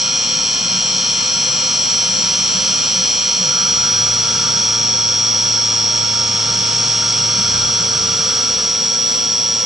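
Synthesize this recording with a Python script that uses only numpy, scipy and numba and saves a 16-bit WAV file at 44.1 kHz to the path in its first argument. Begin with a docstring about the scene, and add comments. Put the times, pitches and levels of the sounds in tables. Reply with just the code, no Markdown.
"""Inside a closed sheet-metal enclosure a milling spindle cuts aluminium.
The spindle tones are sines at multiples of the shaft speed: whole ones from shaft and cutter,
fractional ones from bearings and drive train, with beating clusters between the cutter tones near the 50th.
Filtered noise gives the cutting hiss, the rough ring of the tool, feed drives, panel boom, frame rumble and air.
A feed motor adds a falling hum."""
import sys
import numpy as np
from scipy import signal
from scipy.fft import rfft, irfft, next_fast_len
from scipy.io import wavfile
from numba import njit

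SR = 44100
rng = np.random.default_rng(int(sys.argv[2]) if len(sys.argv) > 2 else 0)


def boost(x):
    """Linear amplitude factor 10**(x/20) for a level x in decibels (scalar or array-like)."""
    u = np.asarray(x, float) / 20
    return 10 ** u


def put_to_file(sound):
    """Save the sound as 16-bit audio at rate SR, in the file named by the first command-line argument."""
    columns = np.atleast_2d(sound).T  # one column per channel
    safe = np.clip(columns, -1, 1)
    whole_steps = np.round(safe * 32767)
    wavfile.write(sys.argv[1], SR, whole_steps.astype(np.int16))


N = 425565
BLOCK = 64  # samples between control values of the tones

# Spindle speed, lifting when the load eases: t/s, speed/(revolutions per s)
SHAFT_SPEED = [(0, 112.53), (3.35, 112.53), (3.47, 112.64), (3.65, 112.55), (3.98, 112.5), (4.14, 112.79),
               (4.3, 112.66), (4.4, 112.68), (4.55, 112.56), (4.8, 112.47), (5.2, 112.54), (7.35, 112.53),
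               (7.5, 112.44), (7.75, 112.57), (8.1, 112.64), (8.25, 112.66), (8.36, 112.6), (8.47, 112.64),
               (8.62, 112.52), (8.87, 112.42), (9.2, 112.52), (9.65, 112.54)]
# Position along the three legs of the tool path: t/s, leg (0-2)
PATH_LEG = [(0, 0), (3.1, 0), (4.4, 1), (7.7, 1), (8.5, 2), (9.65, 2)]
# Shaft and cutter tones: multiple of shaft speed, mean rms level/dB on each of the three legs
SHAFT_TONES = [(2, -47, -43, -43), (3, -54, -47, -51), (6, -59, -50, -49), (7, -54, -52, -49),
               (8, -49, -49, -66), (9, -56, -51, -46), (10, -58, -59, -51), (12, -48, -45, -41),
               (15, -56, -64, -52), (20, -51, -54, -53), (21, -48, -46, -51), (22, -36, -45, -54),
               (25, -41, -47, -48), (27, -41, -49, -58), (31, -51, -53, -49), (33, -51, -53, -61),
               (34, -49, -57, -49), (35, -50, -59, -56), (36, -58, -52, -50), (41, -51, -57, -52),
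               (43, -57, -51, -50), (44, -41, -42, -47), (45, -38, -35, -39), (46, -40, -39, -40),
               (47, -41, -37, -37), (48, -37, -31, -40), (53, -31, -34, -36), (54, -41, -36, -45),
               (55, -47, -45, -62), (56, -62, -55, -66), (57, -50, -52, -55), (58, -44, -44, -48),
               (62, -67, -62, -63), (63, -53, -64, -74), (69, -55, -53, -56), (70, -63, -59, -61),
               (72, -56, -59, -62), (73, -58, -55, -56), (74, -59, -66, -68), (85, -67, -67, -67),
               (93, -68, -68, -62), (94, -66, -67, -60), (95, -66, -72, -60), (96, -65, -67, -62),
               (97, -62, -61, -63)]
# Bearing and drive-train tones; most high ones sit on a multiple of the ball-pass rate (9.62 a turn),
# shifted by whole turns and by the cage (0.57 a turn):
# multiple of shaft speed, mean rms level/dB on each of the three legs
BEARING_TONES = [(0.45, -53, -49, -54), (0.74, -54, -50, -50), (1.29, -48, -51, -58), (1.4, -47, -50, -48),
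                 (1.66, -45, -46, -44), (2.25, -55, -55, -48), (2.42, -49, -52, -51), (2.66, -55, -54, -54),
                 (3.67, -52, -52, -57), (4.33, -63, -51, -53), (4.48, -60, -50, -46), (4.59, -42, -46, -43),
                 (4.84, -53, -55, -51), (5.48, -64, -49, -54), (5.59, -53, -68, -69), (5.77, -54, -63, -59),
                 (6.39, -54, -54, -55), (6.88, -53, -54, -56), (7.38, -55, -54, -60), (8.24, -40, -36, -41),
                 (8.62, -67, -52, -53), (9.24, -57, -54, -63), (9.62, -44, -57, -49),
                 (10.62, -46, -43, -53), (12.27, -51, -46, -52), (13.9, -55, -53, -64),
                 (15.87, -59, -54, -55), (18.24, -50, -54, -56), (19.24, -54, -55, -58),
                 (19.71, -54, -56, -63), (20.24, -46, -47, -50), (20.56, -55, -49, -53),
                 (22.14, -51, -59, -55), (23.96, -65, -58, -49), (24.04, -52, -52, -59),
                 (26.44, -52, -62, -59), (26.92, -50, -53, -64), (27.29, -64, -49, -47),
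                 (27.86, -30, -42, -45), (28.42, -52, -44, -50), (28.86, -50, -53, -53),
                 (29.29, -42, -39, -41), (29.52, -44, -35, -39), (29.86, -35, -32, -36),
                 (29.96, -53, -42, -45), (30.42, -45, -42, -40), (30.86, -51, -52, -54),
                 (32.73, -56, -53, -52), (36.47, -48, -53, -55), (36.91, -36, -40, -41),
                 (37.34, -48, -52, -57), (37.48, -31, -41, -43), (38.04, -47, -45, -49),
                 (38.5, -49, -46, -52), (38.91, -38, -50, -49), (39.48, -37, -35, -36),
                 (40.04, -44, -50, -54), (40.67, -62, -63, -47), (56.15, -58, -56, -53),
                 (56.72, -48, -49, -67), (56.85, -51, -60, -68), (57.28, -53, -51, -57),
                 (58.72, -51, -53, -62), (59.15, -49, -47, -44), (59.72, -51, -49, -61),
                 (60.28, -49, -56, -60), (63.5, -61, -63, -62), (63.62, -61, -71, -71),
                 (64.77, -59, -65, -66), (65.9, -54, -54, -54), (66.47, -53, -59, -62),
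                 (66.9, -56, -59, -67), (67.04, -49, -52, -58), (67.12, -72, -73, -59),
                 (68.2, -64, -59, -58), (68.77, -45, -49, -45), (69.34, -50, -54, -65),
                 (69.9, -60, -59, -65), (71.09, -60, -61, -61)]
# Beating clusters about halfway between cutter tones: centre multiple, level/dB on each of the three legs
CLUSTERS = [(44.62, -44, -48, -46), (45.58, -42, -44, -48), (46.54, -36, -37, -39), (47.5, -40, -44, -40),
            (48.5, -45, -38, -38), (49.51, -33, -34, -39), (50.49, -31, -32, -37), (51.47, -37, -41, -41),
            (52.45, -42, -44, -45), (53.44, -43, -46, -46), (54.41, -44, -48, -49)]
# Lines of one cluster: offset/multiples, level/dB re the cluster
CLUSTER_LINES = [(-.06, -9), (-.02, -10), (.02, -5), (.06, -5)]
# Shaft shaking the frame, multiple 1 harder on the middle leg:
# t/s, level/dB of multiple 1, level/dB of multiple 4
SHAKE_LEVELS = [(0, -43, -54), (1.0, -44.5, -49), (1.6, -42, -49), (3.2, -44, -46.5), (3.45, -54, -44),
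                (4.0, -32, -43.5), (4.4, -35.5, -41), (5.2, -34, -47), (6.4, -33, -42.5), (7.6, -32, -42),
                (8.1, -36, -34.5), (8.8, -45, -39), (9.65, -42, -41.5)]
# Multiples of the two shaking tones
SHAKE_MULTIPLES = (1, 4)
# Multiples of the four leading cutter tones
CUTTER_MULTIPLES = (49, 50, 51, 52)
# Their levels apart from the fades: level/dB
CUTTER_LEVELS = (-27, -24, -19, -22.5)
# As the table travels, reflections cancel or feed each cutter tone for a while;
# one list a tone: t/s, change/dB, half-length/s
CUTTER_FADES = [
    [(1.5, -1, 0.26), (2.9, 0.5, .4), (3.9, -8, 0.31), (5.9, 6, 1), (8.55, 2, 0.31)],
    [(2.95, -9, .38), (3.93, -12, 0.13), (4.42, -12, .07), (7.3, 3.5, 0.5), (8.2, -9, 0.18),
     (8.65, -1, .45)],
    [(.6, -3, 1.2), (2.2, -4, 0.91), (3.9, 3.5, 0.35), (4.3, -3, 0.18), (6.55, -8, 0.52), (7.5, -4, .5)],
    [(0, -11, .3), (.65, -30, 0.34), (3.75, -6, .28), (4.78, -12, .22), (5.7, -46, 0.77), (6.6, 5, .4),
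     (8.75, -9, 0.24), (9.4, -20, 0.61)],
]
# Cutting: t/s, hiss level/dB, left over right/dB of the hiss and spindle tones
CUT_COURSE = [(0, -37.5, 0), (1.1, -35.5, 1), (1.75, -36, 0.5), (2.7, -34, -0.5), (3.55, -37, -0.5),
              (4.44, -34.5, -0.1), (4.9, -38, 0.5), (6.15, -37, -1), (6.75, -34.5, -0.5), (7.8, -36, -0.6),
              (8.36, -35, -0.8), (8.8, -37.5, -0.3), (9.65, -38.5, -0.7)]
# Slope of the cutting hiss: f/Hz, density/dB per Hz re the hiss level
HISS_SLOPE = [(1500, -39), (3000, -29.5), (6000, -32), (6800, -39), (8300, -37), (9000, -48), (10400, -53),
              (11000, -51)]
# Resonances of tool and vice: f/Hz, width/Hz, density/dB per Hz re the hiss level
HISS_PEAKS = [(2820, 71, -26.5), (3323, 110, -23.5), (3600, 79, -25.5), (4395, 260, -24.5),
              (4660, 110, -26), (6630, 120, -24.5), (7720, 150, -33), (10960, 250, -44.5)]
# Rough ring of the tool, before its echoes: f/Hz, width/Hz, density/dB per Hz re the hiss level
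TOOL_PEAKS = [(5140, 340, -16), (5560, 820, -13), (5860, 300, -19)]
# Feed drives, working harder around the corners: t/s, mean level/dB
DRIVE_LEVELS = [(0, -37), (2.0, -36.5), (2.9, -35), (3.3, -38.5), (3.55, -30), (4.06, -30), (4.22, -32.5),
                (4.44, -29), (4.8, -35), (6.15, -35.5), (6.45, -32), (6.8, -34), (7.3, -31.5),
                (8.36, -30.5), (8.6, -35.5), (9.65, -39)]
# Frame resonances shaken by the drives: f/Hz, width/Hz, density/dB per Hz re the drive level
DRIVE_PEAKS = [(144, 40, -23.5), (1194, 64, -25), (1357, 127, -22), (1576, 30, -28.5)]
# Feed motor running down at the first corner: t/s, f/Hz, rms level/dB
MOTOR_RUN_DOWN = [(3.33, 180, -60), (3.39, 182.4, -32), (3.43, 180, -28), (3.46, 153, -35), (3.5, 138, -31),
                  (3.55, 136, -57)]
# Resonance of a side panel: f/Hz, width/Hz, density/dB per Hz re the boom level
BOOM_PEAK = [(187, 28, -15)]
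# Booms of the panel: t/s, change/dB, half-length/s
BOOM_SWELLS = [(.7, 9.5, .12), (1.02, 5, 0.09), (2.15, 11, 0.14), (2.6, 8.5, 0.16), (2.98, 8.5, 0.1),
               (3.41, 4, 0.046), (3.72, 9, 0.084), (4.44, 8.5, 0.14), (6.65, 7, .3), (7.44, 12, 0.078),
               (7.82, 12, 0.047), (8.09, 9, 0.079), (8.92, 3, .12), (9.22, -14, .1)]
# Frame resonances: f/Hz, width/Hz, density/dB per Hz re the rumble level
RUMBLE_PEAKS = [(50.3, 3.7, -17), (83.2, 5.9, -14)]
# Shudders of the frame: t/s, change of the rumble/dB, half-length/s
SHUDDERS = [(2.15, -1, 0.088), (2.52, 2, 0.16), (3.72, 14, 0.089), (4.02, 24, .15), (4.44, 5, 0.16),
            (5.21, 11, 0.11), (6.1, 9, 0.21), (6.76, 11, 0.094), (7.55, 19, 0.25), (8.09, 14, 0.12),
            (8.57, 16, 0.16)]
# Slope of the steady air and fan noise: f/Hz, density/dB per Hz
AIR_SLOPE = [(30, -95), (60, -120), (120, -68), (300, -71.5), (800, -67.5), (1800, -96), (3000, -72),
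             (6000, -84), (11000, -119)]
# Enclosure resonances in the air noise: f/Hz, width/Hz, density/dB per Hz
AIR_PEAKS = [(244, 34, -59), (517, 61, -61.5), (616, 21, -62), (722, 24, -61.5), (930, 81, -64),
             (1033, 53, -62.5), (1725, 46, -64.5), (2330, 410, -68)]
# Correlation of the two channels in the noises: f/Hz, likeness (0-1)
LIKENESS = [(60, 0.98), (250, 0.9), (630, 0.62), (1600, 0.9), (2600, 0.55), (4200, 1), (6700, 0.56),
            (8300, 0.62), (9300, 0.82)]
# Phase lead of the left port: f/Hz, phase/rad
LEFT_LEAD = [(160, 0), (520, -.5), (780, -1.3), (1290, -.7), (2670, -.6), (3360, -.75), (4050, 0),
             (5770, -.3), (6120, 0), (6720, -.6), (7580, -.2), (8270, -.4), (8610, 0)]
# Level of the left port over the right: f/Hz, level/dB
LEFT_OVER_RIGHT = [(60, -1), (110, 0.5), (190, 1), (340, 3.5), (600, 3), (1070, -1.5), (1910, 1),
                   (3400, -0.5), (6050, 0.5), (10800, -1)]


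def spindle(waver_db=1.0, flutter_db=.4, jitter_rad=.04):
    """Order synthesis: every tone is locked to the shaft angle; levels waver and phases jitter a little."""
    speed, = in_time(SHAFT_SPEED, count=BLOCK)
    turns = np.cumsum(speed) * BLOCK / SR
    multiples, gains = minor_tones()
    gains = gains * boost(waver_db * wavering(count=len(gains), rate_hz=0.46))
    multiples = np.append(SHAKE_MULTIPLES + CUTTER_MULTIPLES, multiples)
    gains = np.vstack([boost(loud_levels()), gains])
    gains = gains * boost(flutter_db * wavering(count=len(gains), rate_hz=6.0))

    start = 2 * np.pi * rng.random(len(multiples))
    # the cutter's ring sweeps in pitch within each turn, so it throbs less than a click train
    cutter = (multiples % 1 == 0) & (multiples > 43) & (multiples < 56)
    start[cutter] = -.75 * multiples[cutter] ** 2
    angles = 2 * np.pi * np.outer(multiples, turns) + start[:, None]
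    angles = angles + jitter_rad * wavering(count=len(gains), rate_hz=5.9)

    # standing waves reach the two ports with a phase of their own for each tone above the 3rd multiple
    port_phase = .15 * (multiples > 3) * rng.standard_normal(len(multiples)) * [[1], [-1]]
    port = ports(multiples * SHAFT_SPEED[0][1]) * np.exp(1j * port_phase)
    peak_gains = gains * np.sqrt(2)
    return spin(angles, peak_gains, port, size=BLOCK)[:, :N]


def minor_tones():
    """Line spectrum of the weaker tones: multiples, and rms gains that pass from leg to leg of the path."""
    lines = []
    for centre, *levels in CLUSTERS:
        for offset, db in CLUSTER_LINES:
            lines.append((centre + offset, *np.add(levels, db)))
    rows = np.array(SHAFT_TONES + BEARING_TONES + lines)
    leg, = in_time(PATH_LEG, count=BLOCK)
    gains = np.array([np.interp(leg, range(3), boost(row[1:])) for row in rows])
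    return rows[:, 0], gains


def loud_levels():
    """Forced vibration and interference: levels in dB of the two shaking and four cutter tones."""
    cutter = [db + swells(rows, count=BLOCK) for db, rows in zip(CUTTER_LEVELS, CUTTER_FADES)]
    return np.array(in_time(SHAKE_LEVELS, count=BLOCK) + cutter)


def wavering(count, rate_hz):
    """Low-pass random process of overall spread 1, one row a tone and one value a block."""
    r = np.exp(-2 * np.pi * rate_hz * BLOCK / SR)
    noise = rng.standard_normal((count, N // BLOCK + 1002))
    slow = signal.lfilter([1], [1, -2 * r, r * r], noise)[:, 1000:]  # drop the filter's run-in
    return slow / slow.std()


@njit
def spin(angles, gains, port, size):
    """Superposition of phasors, each turned step by step between its angles at the block edges."""
    out = np.zeros((2, (angles.shape[1] - 1) * size))
    for k in range(len(angles)):
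        for b in range(angles.shape[1] - 1):
            pointer = gains[k, b] * np.exp(1j * angles[k, b])
            step = np.exp(1j * (angles[k, b + 1] - angles[k, b]) / size)
            for i in range(b * size, (b + 1) * size):
                out[0, i] += (pointer * port[0, k]).real
                out[1, i] += (pointer * port[1, k]).real
                pointer *= step
    return out


def cutting_hiss(level_db):
    """Broadband excitation of resonators: noise shaped by tool and vice, plus the rough ring of the tool."""
    hiss = coloured_noise(HISS_PEAKS, HISS_SLOPE, ripple_db=1.8)
    return (hiss + tool_ring()) * boost(level_db)


def tool_ring(memory=.65):
    """Regeneration: the tool meets its marks of two turns earlier, so noise gathers at whole and half multiples."""
    ring = coloured_noise(TOOL_PEAKS)
    lag = round(2 * SR / SHAFT_SPEED[0][1])  # samples in two turns
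    echoes = sum(memory ** k * np.roll(ring, k * lag, axis=1) for k in range(4))
    return echoes * (1 - memory)


def feed_drives():
    """Structure-borne sound: noise through the frame resonances, its level following the drives."""
    level_db, = in_time(DRIVE_LEVELS)
    return coloured_noise(DRIVE_PEAKS, ripple_db=2.0) * boost(level_db + .8 * drift(9.0))


def motor_run_down():
    """Frequency modulation: a sine that swells and falls in pitch, and is faint and steady before and after."""
    hz, db = in_time(MOTOR_RUN_DOWN)
    return boost(db) * np.sqrt(2) * np.sin(2 * np.pi * np.cumsum(hz) / SR)


def panel_boom(rest_db=-42.5):
    """Plate resonance: narrow-band noise of a side panel, booming up at set times."""
    return coloured_noise(BOOM_PEAK) * boost(rest_db + swells(BOOM_SWELLS))


def frame_rumble(rest_db=-52):
    """Low-order resonance: two narrow noise bands of the frame, which shudders now and then."""
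    return coloured_noise(RUMBLE_PEAKS) * boost(rest_db + swells(SHUDDERS))


def air_noise():
    """Stationary noise of air and fan, coloured by the enclosure resonances."""
    return coloured_noise(AIR_PEAKS, AIR_SLOPE, ripple_db=1.8)


def coloured_noise(peaks, slope=((1, -150), (20000, -150)), ripple_db=0):
    """Spectral shaping of the part common to both channels by slope and steep resonances; a side part widens it."""
    size = next_fast_len(N)
    hz = np.arange(size // 2 + 1) * SR / size
    power = boost(at_hz(slope, hz)) ** 2
    for centre_hz, width_hz, db in peaks:
        power = power + boost(db) ** 2 / (1 + (2 * (hz - centre_hz) / width_hz) ** 2) ** 2
    # the enclosure's dense modes leave fine random ridges and gaps about 9 Hz apart
    ripple = np.interp(hz / 9, np.arange(2500), rng.standard_normal(2500))
    power = power * boost(2 * ripple_db * ripple)
    mid, side = rfft(rng.standard_normal((2, size)))
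    alike = np.clip(at_hz(LIKENESS, hz), 0, 1)
    pair = mid + np.sqrt((1 - alike) / (1 + alike)) * side * [[1], [-1]]
    return irfft(pair * ports(hz) * np.sqrt(power * SR / 2), size)[:, :N]


def ports(hz):
    """Transfer function: complex gains of the two microphone ports for a sound at hz."""
    half = boost(at_hz(LEFT_OVER_RIGHT, hz) / 2) * np.exp(.5j * at_hz(LEFT_LEAD, hz))
    return np.array([half, 1 / half])


def at_hz(points, hz):
    """Linear interpolation of a spectrum on a log-frequency axis."""
    f, value = np.transpose(points)
    return np.interp(np.log(hz + 1), np.log(f + 1), value)


def drift(rate_hz):
    """Low-pass random process of spread 1: noise at every 100th sample through a double one-pole."""
    r = np.exp(-200 * np.pi * rate_hz / SR)
    noise = rng.standard_normal(N // 100 + 1002)
    slow = signal.lfilter([1], [1, -2 * r, r * r], noise)[1000:]
    return np.interp(np.arange(N) / 100, np.arange(len(slow)), slow / slow.std())


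def instants(count):
    """Sampling: times in s of every count-th sample, with a closing edge for the last block."""
    return np.arange(0, N + count - 1 + (count > 1), count) / SR


def in_time(rows, count=1):
    """Linear interpolation of table columns in time, one value every count samples."""
    s, *columns = np.transpose(rows)
    return [np.interp(instants(count), s, c) for c in columns]


def swells(rows, count=1):
    """Gaussian envelopes: bell-shaped rises and falls in dB, added up; one value every count samples."""
    t = instants(count)
    return sum(db * np.exp(-.5 * ((t - s) / half_s) ** 2) for s, db, half_s in rows)


def scene():
    """Superposition of all sources; the cut drifts across the stereo field with the table."""
    hiss_db, pan_db = in_time(CUT_COURSE)
    cut = spindle() + cutting_hiss(hiss_db)
    cut = cut * boost(np.outer([.5, -.5], pan_db))
    machine = feed_drives() + motor_run_down() + panel_boom() + frame_rumble()
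    return cut + machine + air_noise()


def top_cut(x):
    """Low-pass filtering: nothing passes above about 11.4 kHz."""
    return signal.sosfilt(signal.butter(12, 11370, fs=SR, output="sos"), x)


def record(dry):
    """Elliptic low-pass filtering: a steep cut near a quarter of the sample rate."""
    # 0.5 dB passband ripple, 32 dB stopband attenuation
    low_pass = signal.ellip(10, .5, 32, SR / 4 - 20, fs=SR, output="sos")
    mix = signal.sosfilt(low_pass, dry)
    return top_cut(mix)


dry = scene()
out = record(dry)
put_to_file(out)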